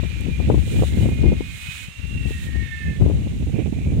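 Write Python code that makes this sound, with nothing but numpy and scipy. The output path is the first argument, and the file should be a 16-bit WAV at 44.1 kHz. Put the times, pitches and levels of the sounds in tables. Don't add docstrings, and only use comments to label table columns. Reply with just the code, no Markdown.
import sys
import numpy as np
from scipy import signal
from scipy.fft import rfft, irfft
from scipy.io import wavfile

SR = 44100
rng = np.random.default_rng(int(sys.argv[2]) if len(sys.argv) > 2 else 0)


def put_to_file(sound):
    columns = np.atleast_2d(sound).T
    safe = np.clip(columns, -1, 1)
    whole_steps = np.round(safe * 32767)
    wavfile.write(sys.argv[1], SR, whole_steps.astype(np.int16))


N = 176400


def whistles():
    # (time [s], pitch [ratio])
    pitch_glide = [(0, .998), (.42, 1.011), (1.07, 1.015), (1.14, 1.033), (1.27, 1.026), (1.42, 1.037),
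                   (1.58, 1.038), (1.72, 1.061), (1.82, 1.049), (1.95, 1.066), (2.15, 1.073), (2.3, 1.05),
                   (2.6, 1.03), (2.73, 1.003), (2.87, .987), (3.1, .985)]
    # (start [s], end [s], pitch before the glide [Hz], skirt width [Hz], level [dB],
    #  attack [s], release [s])
    edge_tones = [(0, 0.306, 2374, 23, -42, 0.078, 0.14), (0.272, 0.377, 2370, 20, -35, 0.087, .03),
                  (0.382, .5, 2379, 20, -38, 0.028, 0.076), (-.1, .53, 2494, 74, -48.5, .05, .08),
                  (0.607, 0.814, 2379, 14, -39, 0.083, 0.019), (0.863, 1.89, 2085, 41, -44.5, 0.024, 0.035),
                  (1.433, 1.484, 2090, 12, -38.5, 0.03, 0.03), (0.957, 1.69, 2384, 15, -42, 0.077, 0.051),
                  (1.581, 1.91, 2372, 37, -32.5, 0.12, 0.13), (.6, 1.056, 2830, 22, -53, 0.3, 0.034),
                  (0.996, 1.078, 2910, 20, -42, 0.025, 0.048), (1.545, 1.89, 2856, 31, -46, 0.077, 0.029),
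                  (1.754, 2.505, 2563, 49, -35.5, 0.56, 0.27), (2.127, 2.714, 1785, 52, -34.5, 0.6, 0.041),
                  (2.705, 2.767, 1783, 15, -26.5, 0.024, .027), (2.764, 3.017, 1797, 35, -33, .014, 0.14),
                  (2.454, 3.0, 2146, 45, -42.5, 0.15, 0.11), (2.59, 2.852, 3554, 55, -43.5, .15, 0.11),
                  (2.594, 2.97, 2610, 54, -42, 0.27, .05), (3.205, 3.42, 2906, 120, -52, 0.036, 0.15),
                  (3.495, 3.7, 2496, 280, -40.5, 0.059, .086), (3.708, 3.96, 2410, 140, -44.5, .042, 0.046)]
    waver, flutter_db, left_db = 0.0017, 0.3, -18
    glide = curve(pitch_glide) * (1 + waver * wander(25.7))
    out = 0
    for start, end, hz, width_hz, db, attack, release in edge_tones:
        white = rng.standard_normal(N) + 1j * rng.standard_normal(N)
        skirt = lowpass(lowpass(white, width_hz / 2, order=1), width_hz * 3)
        purity = 3.5 * np.exp(-(width_hz / 45) ** 2)
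        amplitude = (purity + skirt / skirt.std()) / np.hypot(purity, 1)
        phase = 2 * np.pi * np.cumsum(hz * glide) / SR
        tone = np.sqrt(2) * np.real(amplitude * np.exp(1j * phase))
        out = out + undb(db) * envelope(start, end, attack, release) * tone
    return out * undb(-flutter_db * wander(57)) * undb([[left_db], [0]])


def wing_rush():
    # (time [s], level [dB])
    rush_level = [(0, -38), (.55, -40.5), (.8, -39.5), (1.2, -41.5), (1.55, -39), (1.75, -35.5),
                  (1.92, -43), (2.3, -41.5), (2.75, -41), (3.1, -45.5), (3.3, -46), (4, -48)]
    # (frequency [Hz], relative level [dB])
    rush_colour = [(300, -30), (1100, -13.5), (1600, -8), (2300, 1), (2800, 1.5), (3200, -4), (3800, -4.5),
                   (4600, -15.5), (7000, -24), (16000, -30)]
    flicker_db, left_db = 1.3, -18
    rush = noise(rush_colour) * undb(curve(rush_level) + flicker_db * wander(71))
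    return rush * undb([[left_db], [0]])


def wind():
    # (time [s], left relative level [dB], right relative level [dB])
    gusts = [(0.0, -17.5, -47), (0.04, -12.5, -34), (0.1, -19.5, -29), (0.24, -16.5, -30.5),
             (0.29, -9.5, -27.5), (0.35, -25.5, -24), (0.41, -10.5, -27), (0.45, -17.5, -16.5),
             (0.51, -8, -15), (0.62, -18, -19.5), (0.69, -17.5, -18.5), (0.82, -9.5, -13.5),
             (0.87, -22, -21), (0.98, -10, -17.5), (1.08, -10, -14), (1.17, -17.5, -16),
             (1.25, -7.5, -19.5), (1.33, -14, -16), (1.4, -17.5, -26.5), (1.47, -30, -26),
             (1.7, -35, -43.5), (1.83, -37, -31.5), (1.94, -41.5, -48), (2.0, -27.5, -45),
             (2.16, -19.5, -22.5), (2.31, -16.5, -29), (2.42, -28, -25.5), (2.58, -16, -30),
             (2.64, -21.5, -39), (2.8, -33, -27), (2.89, -19.5, -18), (2.97, -29, -26.5), (3.02, -10, -17),
             (3.12, -9, -17.5), (3.19, -16.5, -22), (3.36, -23, -21), (3.47, -21.5, -16.5),
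             (3.76, -28, -19.5), (3.95, -13, -15), (4.0, -19, -16)]
    # (frequency [Hz], left relative level [dB], right relative level [dB])
    rumble_colour = [(20, -16, -42), (35.3, -25, -38), (47.2, -15.5, -4.5), (63.6, 5, -1.5),
                     (97.7, -3.5, -3.5), (135.2, -7.5, -3), (261, -17, -12.5), (456, -31.5, -24),
                     (774, -43.5, -38.5), (1300, -57.5, -60.5), (3000, -77, -74)]
    gain_db, flutter_db, eddy_db, split_hz = -2, 2, 4.5, 218
    reference_db, brightening = -15, 0.78
    out = []
    for rumble, gust_db in zip(noise(rumble_colour), (curve(gusts), curve(gusts, column=2))):
        low = lowpass(lowpass(rumble, split_hz)[::-1], split_hz)[::-1]
        force = undb(gust_db + flutter_db * wander(41))
        eddies = undb(eddy_db * wander(79)) * (force / undb(reference_db)) ** brightening
        out.append(force * (low + eddies * (rumble - low)))
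    return undb(gain_db) * np.array(out)


def buffets():
    # (time [s], level [dB], left minus right [dB], pitch [Hz])
    vortices = [(.035, -25, 20, 352), (.286, -19, 8, 296), (0.401, -12.5, 25, 303), (0.501, -2, 20, 456),
                (.544, -7.5, 21, 323), (0.579, -17, 24, 332), (0.823, -8.5, -27, 370),
                (.835, -12.5, -25, 460), (.973, -25, 2, 373), (1.059, -16.5, 12, 485),
                (1.089, -13.5, 17, 355), (1.264, -9.5, 18, 275), (1.321, -11.5, -22, 380),
                (1.408, -15.5, 29, 338), (1.69, -22, 24, 115), (1.886, -26, 20, 130),
                (2.308, -20.5, 9, 305), (2.579, -22.5, 12, 117), (3.012, -17, 2, 317),
                (3.063, -12.5, 32, 332), (3.1, -16, 16, 410), (3.272, -24, 22, 375),
                (3.661, -18.5, -32, 384), (3.727, -11, -24, 206)]
    # (frequency [Hz], relative level [dB])
    ragged_colour = [(30, -8), (90, -1.5), (300, 4), (500, -2), (900, -10.5), (1400, -26), (2500, -49),
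                     (5000, -82)]
    width_cycles, decay_cycles, ragged_hz = 0.56, 2.26, 640
    t = np.arange(N) / SR
    swings = raggedness = 0
    for (at, db, pan_db, hz), start_phase in zip(vortices, rng.random(len(vortices))):
        cycles = np.clip((t - at) * hz, -10, 20)
        gain = undb(db) * pan(pan_db)[:, None]
        pulse = np.exp(-(cycles / width_cycles) ** 2)
        tail = np.where(cycles < 0, pulse, np.exp(-cycles / decay_cycles))
        raggedness = raggedness + gain * tail * (hz / ragged_hz) ** 2
        swings = swings + gain * pulse * np.cos(2 * np.pi * (cycles + start_phase))
    return swings + raggedness * noise(ragged_colour)


def port_overload(pressure):
    limit = 0.85
    flattened = pressure / (1 + (pressure / limit) ** 6) ** (1 / 6)
    return lowpass(flattened, hz=1700, order=4)


def grass():
    # (time [s], level [dB])
    swell_level = [(.4, -59), (.62, -48), (.71, -42), (.87, -40.5), (.94, -47), (1.01, -41.5), (1.3, -62.5),
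                   (1.55, -42.5), (1.76, -40), (1.84, -41), (1.92, -60), (2.23, -55), (2.295, -42),
                   (2.38, -46.5), (2.44, -41.5), (2.56, -62)]
    # (frequency [Hz], left relative level [dB], right relative level [dB])
    swell_colour = [(400, -9, -57), (1580, -5, 9), (2310, -6, 11.5), (4010, -3, 12), (4400, -3.5, 0),
                    (6100, 1.5, -6), (6850, 6, 3), (9300, 4, 2), (11050, -9, -5), (13000, -12, -1.5),
                    (16000, -25, -4)]
    # (frequency [Hz], left relative level [dB], right relative level [dB])
    hiss_colour = [(200, -20, 11), (1000, -2.5, -1), (2440, -5, 8.5), (4200, -10, 3), (4600, -6.5, -4.5),
                   (5980, 0.5, -4), (6500, 3.5, 3.5), (9070, 1.5, -11), (10740, -13.5, -8),
                   (13100, -16, -6.5), (16000, -17, -32)]
    flicker_db, midway_hiss_db, fade_db_per_s = 1.2, -50.5, 0.5
    flicker = undb(flicker_db * np.array([wander(48), wander(48)]))
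    swells = noise(swell_colour) * undb(curve(swell_level)) * flicker
    hiss_db = midway_hiss_db - fade_db_per_s * (np.arange(N) - N / 2) / SR
    return swells + noise(hiss_colour) * undb(hiss_db)


def tick():
    # (time [s], level [dB])
    onsets = [(.208, -39.5)]
    # (frequency [Hz], relative level [dB])
    tick_colour = [(5000, -16), (7500, 2), (12000, -7), (16000, -12)]
    decay_s = 0.0046
    t = np.arange(N) / SR
    burst = sum(undb(db) * (t >= at) * np.exp(-np.abs(t - at) / decay_s) for at, db in onsets)
    return noise(tick_colour) * burst


def undb(db):
    return 10 ** (np.asarray(db) / 20)


def curve(rows, column=1):
    rows = np.array(rows)
    return np.interp(np.arange(N) / SR, rows[:, 0], rows[:, column])


def wander(rate_hz):
    f = np.arange(N // 2 + 1) * SR / N
    x = irfft(rfft(rng.standard_normal(N)) * np.exp(-2 * (f / rate_hz) ** 2), N)
    return (x - x.mean()) / x.std()


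def noise(colour):
    rows, f = np.array(colour), np.arange(N // 2 + 1) * SR / N
    gain = undb([np.interp(np.log(f + 1), np.log(rows[:, 0]), rows[:, k]) for k in (1, -1)])
    x = irfft(rfft(rng.standard_normal((2, N))) * gain, N)
    return x / x.std()


def lowpass(x, hz, order=2):
    return signal.sosfilt(signal.butter(order, hz, "low", fs=SR, output="sos"), x)


def envelope(start, end, attack, release):
    t = np.arange(N) / SR
    return np.clip(np.minimum((t - start) / attack, (end - t) / release), 0, 1)


def pan(pan_db):
    gains = undb(np.array([pan_db, -pan_db]) / 2)
    return gains / np.sqrt(np.mean(gains ** 2, axis=0))


def scene():
    return whistles() + wing_rush() + port_overload(wind() + buffets()) + grass() + tick()


def record(dry):
    top_hz = 15750
    return signal.sosfilt(signal.ellip(10, .2, 80, top_hz, fs=SR, output="sos"), dry)


dry = scene()
out = record(dry)
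put_to_file(out)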